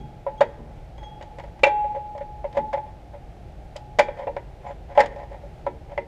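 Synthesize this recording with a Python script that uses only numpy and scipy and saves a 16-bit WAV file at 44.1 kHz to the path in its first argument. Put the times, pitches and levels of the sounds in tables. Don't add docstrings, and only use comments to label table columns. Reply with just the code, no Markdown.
import sys
import numpy as np
from scipy import signal
from scipy.fft import rfft, irfft
from scipy.io import wavfile
from scipy.ndimage import uniform_filter1d

SR = 44100
rng = np.random.default_rng(int(sys.argv[2]) if len(sys.argv) > 2 else 0)


def wrap_up_sound(samples):
    columns = np.atleast_2d(samples).T
    tamed = np.clip(columns, -1, 1)
    steps = np.round(tamed * 32767).astype(np.int16)
    wavfile.write(sys.argv[1], SR, steps)


N = 267687
T = np.arange(N) / SR

# frequency in Hz, relative level in dB.
AIR_COLOUR = [(13, -30.5), (22, -9), (54, 0), (91, -8), (137, -8.5), (237, -20.5), (264, -22.5), (311, -19),
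              (387, -19), (431, -23), (468, -21), (830, -18), (978, -35), (2160, -37), (15000, -63)]
# start in seconds, level in dB.
BOLT_PINGS = [(0.001, -59.5), (.379, -54), (.98, -56), (1.035, -48), (1.636, -48), (3.992, -52)]
TOOL_RINGS = [(1.636, -8), (3.993, -18), (4.084, -39)]
# start in seconds, level in dB, pitch in Hz that the contact favours.
BOOMS = [(0.001, -36.5, 160), (.407, -37.5, 200), (.59, -42, 216), (2.576, -36, 222), (4.981, -39, 202),
         (5.668, -37, 371), (5.982, -38, 365)]
CLINKS_AND_SQUEAK = [(.265, -23.5, 964), (.41, -23.5, 1620), (1.636, -8.5, 2756), (3.991, -17, 1980),
                     (4.272, -38, 2420), (4.672, -62.5, 7150), (4.977, -24.5, 1350), (5.004, -15, 1840),
                     (5.665, -19, 1003), (5.978, -27.5, 2070)]
# start in seconds, level of the lower
# tone in dB, level of the upper tone in dB, seconds to fade by 60 dB (called t60).
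PLATE_RINGS = [(0.005, -43, -50, 0.85), (.265, -45, -34, 0.85), (0.999, -41.5, -43.5, 2.8),
               (1.636, -18.5, -50, 7.9), (1.855, -24, -32.5, 1.4), (1.949, -30, -47, 2.54),
               (2.571, -32, -24, 0.85), (2.731, -25, -21, 0.41), (3.76, -43.5, -52, 1.7),
               (3.994, -26, -44, 0.47), (4.975, -4.5, -39, 0.14)]
# start in seconds, thud level in dB,
# hardness (the tick's level above the thud) in dB, length of the chatter in seconds.
KNOCKS = [(0.2635, -22.5, -50, 0.028), (0.4068, -9, -31, 0.012), (.979, -45, -15, 0.0065),
          (1.029, -42.5, -19, 0.0066), (1.21, -35.5, -23, 0.0047), (1.2252, -44.5, -6, .003),
          (1.385, -35.5, -19, .0035), (1.397, -37, -15.5, 0.0031), (1.437, -36.5, -23, 0.0027),
          (1.5925, -44, -15.5, 0.0017), (1.6333, -10, -20, 0.013), (1.665, -15, -30.5, 0.018),
          (1.8428, -32, -44, 0.014), (1.9465, -28, -41.5, 0.031), (2.150, -34, -52.5, 0.015),
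          (2.177, -38, -18.5, 0.0066), (2.208, -28, -46.5, 0.014), (2.441, -23, -46.5, 0.012),
          (2.5274, -54.5, 0, .0022), (2.569, -16.5, -35, .017), (2.729, -20.5, -30.5, 0.02),
          (2.771, -28, -38.5, .018), (3.133, -37, -42.5, .027), (3.757, -34.5, -29.5, 0.02),
          (3.7622, -51, 9, 0.0024), (3.9865, -18.5, -13, 0.0036), (3.991, -13, -13.5, 0.0088),
          (3.997, -10, -26, 0.0062), (4.0845, -24, -43.5, 0.013), (4.219, -32.5, -37, 0.025),
          (4.269, -23.5, -42, 0.019), (4.3647, -25, -30, .011), (4.975, -8.5, -36, 0.0098),
          (4.992, -13.5, -27, 0.0099), (5.0026, -18.5, -12.5, 0.0086), (5.035, -26.5, -23.5, 0.013),
          (5.059, -32.5, -13, 0.002), (5.16, -35, -26.5, .008), (5.435, -39.5, -59.5, 0.021),
          (5.664, -20.5, -37.5, 0.016), (5.976, -22.5, -31, 0.011)]
# start in seconds, thud level in dB, length in seconds.
SCRAPES = [(1.422, -45.5, 0.071), (2.544, -29, .051), (2.842, -45.5, 0.07), (4.169, -31, 0.05),
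           (4.629, -32.5, 0.1), (4.886, -37, 0.051), (4.945, -29, 0.057), (5.078, -40, 0.073),
           (5.16, -35, 0.092), (5.298, -37, 0.063), (5.882, -36, 0.068)]

# pitch in Hz, relative level in dB, seconds to fade by 60 dB.
BOLT_MODES = [(3294, 0.5, 0.52), (4600, -21, .12), (5320, -23.5, 0.16), (6400, -11, .16)]
PANEL_MODES = [(138, 0, 0.79), (159.7, -2, .5), (189, -5, 0.37), (224, -0.5, 0.45), (249.4, -10, 0.34),
               (297, -2, 0.51), (346.3, -3.5, 0.21), (387, 4.5, 0.25), (446, 3, 0.45)]
CLUTCH_MODES = [(375, -28.5, 0.092), (472.5, -21.5, 0.25), (553.2, -2, 0.038), (569.8, 2, 0.055),
                (710, -7.5, 0.017), (839.3, -7, 0.062), (931, -14, 0.14), (1000.6, -13.5, 0.021)]
COVER_AND_SQUEAK_MODES = [(970, 1.5, .07), (1328, 1.5, 0.082), (1592, -1.5, .09), (1706, -4, 0.053),
                          (1870, -2.5, 0.072), (2024, 5, .07), (2080, -13, 0.16), (2102, -3, 0.077),
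                          (2386, -5.5, .12), (2694, 0, 0.093), (7150, 0.5, .24)]
TOOL_MODES = [(1570, -28.5, .35), (1920, -23, 0.3), (2319, 0, 0.05), (2359, -5, 0.13), (3000, -15.5, 0.041),
              (3690, -14, 0.052), (5260, -41, .08), (5900, -40.5, .1), (7100, -46.5, 0.068)]
# frequency in Hz, relative level in dB.
CLANK_COLOUR = [(100, -35), (220, -6), (330, -12.5), (600, 9), (1050, -2), (1300, -4.5), (1600, -2),
                (2000, 2), (2400, -4.5), (2800, -14), (3400, -12.5), (4500, -32), (8000, -66)]
TICK_COLOUR = [(1500, -19), (3000, 7), (4200, -0.5), (5100, 1), (5800, -7.5), (6800, -4), (9000, -17.5),
               (12000, -26), (15000, -34)]
# frequency in Hz, boost or cut in dB.
NEAR_ECHO = [(400, 9), (570, 0), (900, -6.5), (2500, 2), (5000, 2.5), (12000, -2)]
ROOM_TAIL = [(200, 12), (420, 16.5), (570, -3.5), (900, 2), (1900, 3), (2400, -4), (3300, -2), (5000, -7.5),
             (12000, -28.5)]
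ROOM_TREBLE = [(700, -25.5), (2000, -8.5), (6000, -1), (12000, -11)]


def undb(db):
    return 10 ** (np.asarray(db) / 20)


def add(out, start, sound):
    i = max(int(start * SR), 0)
    out[i:i + len(sound)] += sound[:N - i]


def colour(sound, points):
    size = 4096
    hz, db = np.transpose(points)
    bin_hz = np.arange(size // 2 + 1) * SR / size
    gain = undb(np.interp(np.log(bin_hz + 1), np.log(hz), db))
    cepstrum = irfft(np.log(gain))
    cepstrum[1:size // 2] *= 2
    cepstrum[size // 2 + 1:] = 0
    return signal.fftconvolve(sound, irfft(np.exp(rfft(cepstrum))))[:len(sound)]


def fade(t, t60):
    return np.exp(-np.log(1000) * t / t60)


def ring(modes, t, rise_s=0.00064):
    onset = 1 - np.exp(-t / rise_s)
    return onset * sum(undb(db) * fade(t, t60) * np.sin(2 * np.pi * hz * t) for hz, db, t60 in modes)


def favour(modes, spot_hz, db_per_octave):
    return [(hz, db - db_per_octave * abs(np.log2(hz / spot_hz)), t60) for hz, db, t60 in modes]


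def set_level(sound, db):
    return sound * undb(db) / np.sqrt(uniform_filter1d(sound ** 2, size=441).max())


def flicker(count, spread_db, hold_samples):
    return undb(spread_db * np.repeat(rng.standard_normal(count), hold_samples)[:count])


def air(level_db=-41, waver_db=0.5):
    noise = colour(rng.standard_normal(N), AIR_COLOUR)
    waver = np.interp(T, np.linspace(0, T[-1], 40), rng.standard_normal(40))
    return noise / noise.std() * undb(level_db + waver_db * waver)


def bolt_pings():
    out = np.zeros(N)
    for start, db in BOLT_PINGS:
        add(out, start, undb(db) * ring(BOLT_MODES, T[:SR]))
    return out


def underbody_booms(detune=0.03):
    out = np.zeros(N)
    for start, db, spot_hz in BOOMS:
        modes = [(hz * (1 + detune * rng.standard_normal()), mode_db, t60)
                 for hz, mode_db, t60 in PANEL_MODES]
        boom = ring(favour(modes, spot_hz, db_per_octave=11), T[:SR // 2], rise_s=0.0022)
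        add(out, start, set_level(boom, db))
    return out


def pressure_plate(low_hz=838.6, high_hz=859, rise_s=0.0078):
    out, t = np.zeros(N), T[:2 * SR]
    stops = [row[0] for row in PLATE_RINGS[1:]] + [N / SR]
    for (start, low_db, high_db, t60), stop in zip(PLATE_RINGS, stops):
        now = start + t
        low = undb(low_db) * np.sin(2 * np.pi * low_hz * now)
        high = undb(high_db) * np.sin(2 * np.pi * high_hz * now)
        onset = 1 - np.exp(-t / rise_s)
        release = np.exp(-np.maximum(now - stop, 0) / rise_s)
        add(out, start, onset * release * fade(t, t60) * (low + high))
    return out


def shake_clutch(push, thud_db, upper_db, clank_db, tick_db, upper_hz=650, spot_db=2.27, crack=0.056):
    t = T[:len(push)]
    impacts = push * flicker(len(t), spread_db=5.5, hold_samples=32)
    thud = 0
    for hz, db, t60 in CLUTCH_MODES:
        drift = np.cumsum(rng.standard_normal(len(t))) * 0.051
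        gripped_hz = hz * (1 + 0.005 * rng.standard_normal())
        mode = fade(t, t60) * np.exp(2j * np.pi * gripped_hz * t)
        drive = push * np.exp(1j * (2 * np.pi * (hz * t + rng.random()) + drift))
        share_db = db + upper_db * (hz > upper_hz) + spot_db * rng.standard_normal()
        thud = thud + set_level(signal.fftconvolve(drive, mode)[:len(t)].imag, share_db)
    out = set_level(thud, thud_db)
    for points, db, t60 in ((CLANK_COLOUR, clank_db, 0.08), (TICK_COLOUR, tick_db, 0.04)):
        keep = fade(1 / SR, t60) ** 2
        stored = signal.lfilter([1 - keep], [1, -keep], impacts ** 2)
        energy = stored + crack * impacts ** 2
        noise = np.sqrt(energy) * rng.standard_normal(len(t))
        out = out + set_level(colour(noise, points), db)
    return out


def knocks(blow_strength=8.2, blow_s=0.00096, rise_share=0.045):
    out, t = np.zeros(N), T[:SR // 4]
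    for start, thud_db, hard_db, length in KNOCKS:
        onset = 1 - np.exp(-(t / (rise_share * length)) ** 2)
        blow = blow_strength * np.exp(-t / blow_s)
        chatter = np.exp(-(t / length) ** 2)
        push = onset * (blow + chatter)
        upper_db = 6 + 0.23 * hard_db
        clank_db = thud_db + 1 + 0.43 * hard_db
        add(out, start, shake_clutch(push, thud_db, upper_db, clank_db, tick_db=thud_db + hard_db))
    return out


def clinks_and_squeak():
    out = np.zeros(N)
    for start, db, spot_hz in CLINKS_AND_SQUEAK:
        modes = favour(COVER_AND_SQUEAK_MODES, spot_hz, db_per_octave=41)
        add(out, start, undb(db) * ring(modes, T[:SR]))
    return out


def scrapes():
    out, t = np.zeros(N), T[:SR // 3]
    for start, db, length in SCRAPES:
        slips = flicker(len(t), spread_db=4.25, hold_samples=220)
        swell = np.sqrt(np.abs(np.sin(np.pi * np.minimum(t / length, 1))))
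        scrape = shake_clutch(swell * slips, db, upper_db=3.5, clank_db=db - 12.5, tick_db=db - 29)
        add(out, start, scrape)
    return out


def tool_rings():
    out = np.zeros(N)
    for start, db in TOOL_RINGS:
        add(out, start, undb(db) * ring(TOOL_MODES, T[:SR]))
    return out


def workshop_echoes(sound, build_s=0.0099):
    t, room = T[:SR], 0
    onset = 1 - np.exp(-(t / build_s) ** 2)
    for db, t60, points in ((-17, 0.17, NEAR_ECHO), (-23, 1.0, ROOM_TAIL), (-29, 0.24, ROOM_TREBLE)):
        echoes = rng.standard_normal(SR) * fade(t, t60) * onset
        room = room + undb(db) * colour(echoes / np.linalg.norm(echoes), points)
    return signal.fftconvolve(sound, room)[:N]


def scene():
    steel = bolt_pings() + knocks() + clinks_and_squeak() + scrapes() + tool_rings()
    return (steel + workshop_echoes(steel) + pressure_plate() + underbody_booms() + air())[None]


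def record(dry):
    low_pass = signal.ellip(8, 0.2, 70, 14900, fs=SR, output="sos")
    return signal.sosfilt(low_pass, np.clip(dry, -1, 1))


dry = scene()
out = record(dry)
wrap_up_sound(out)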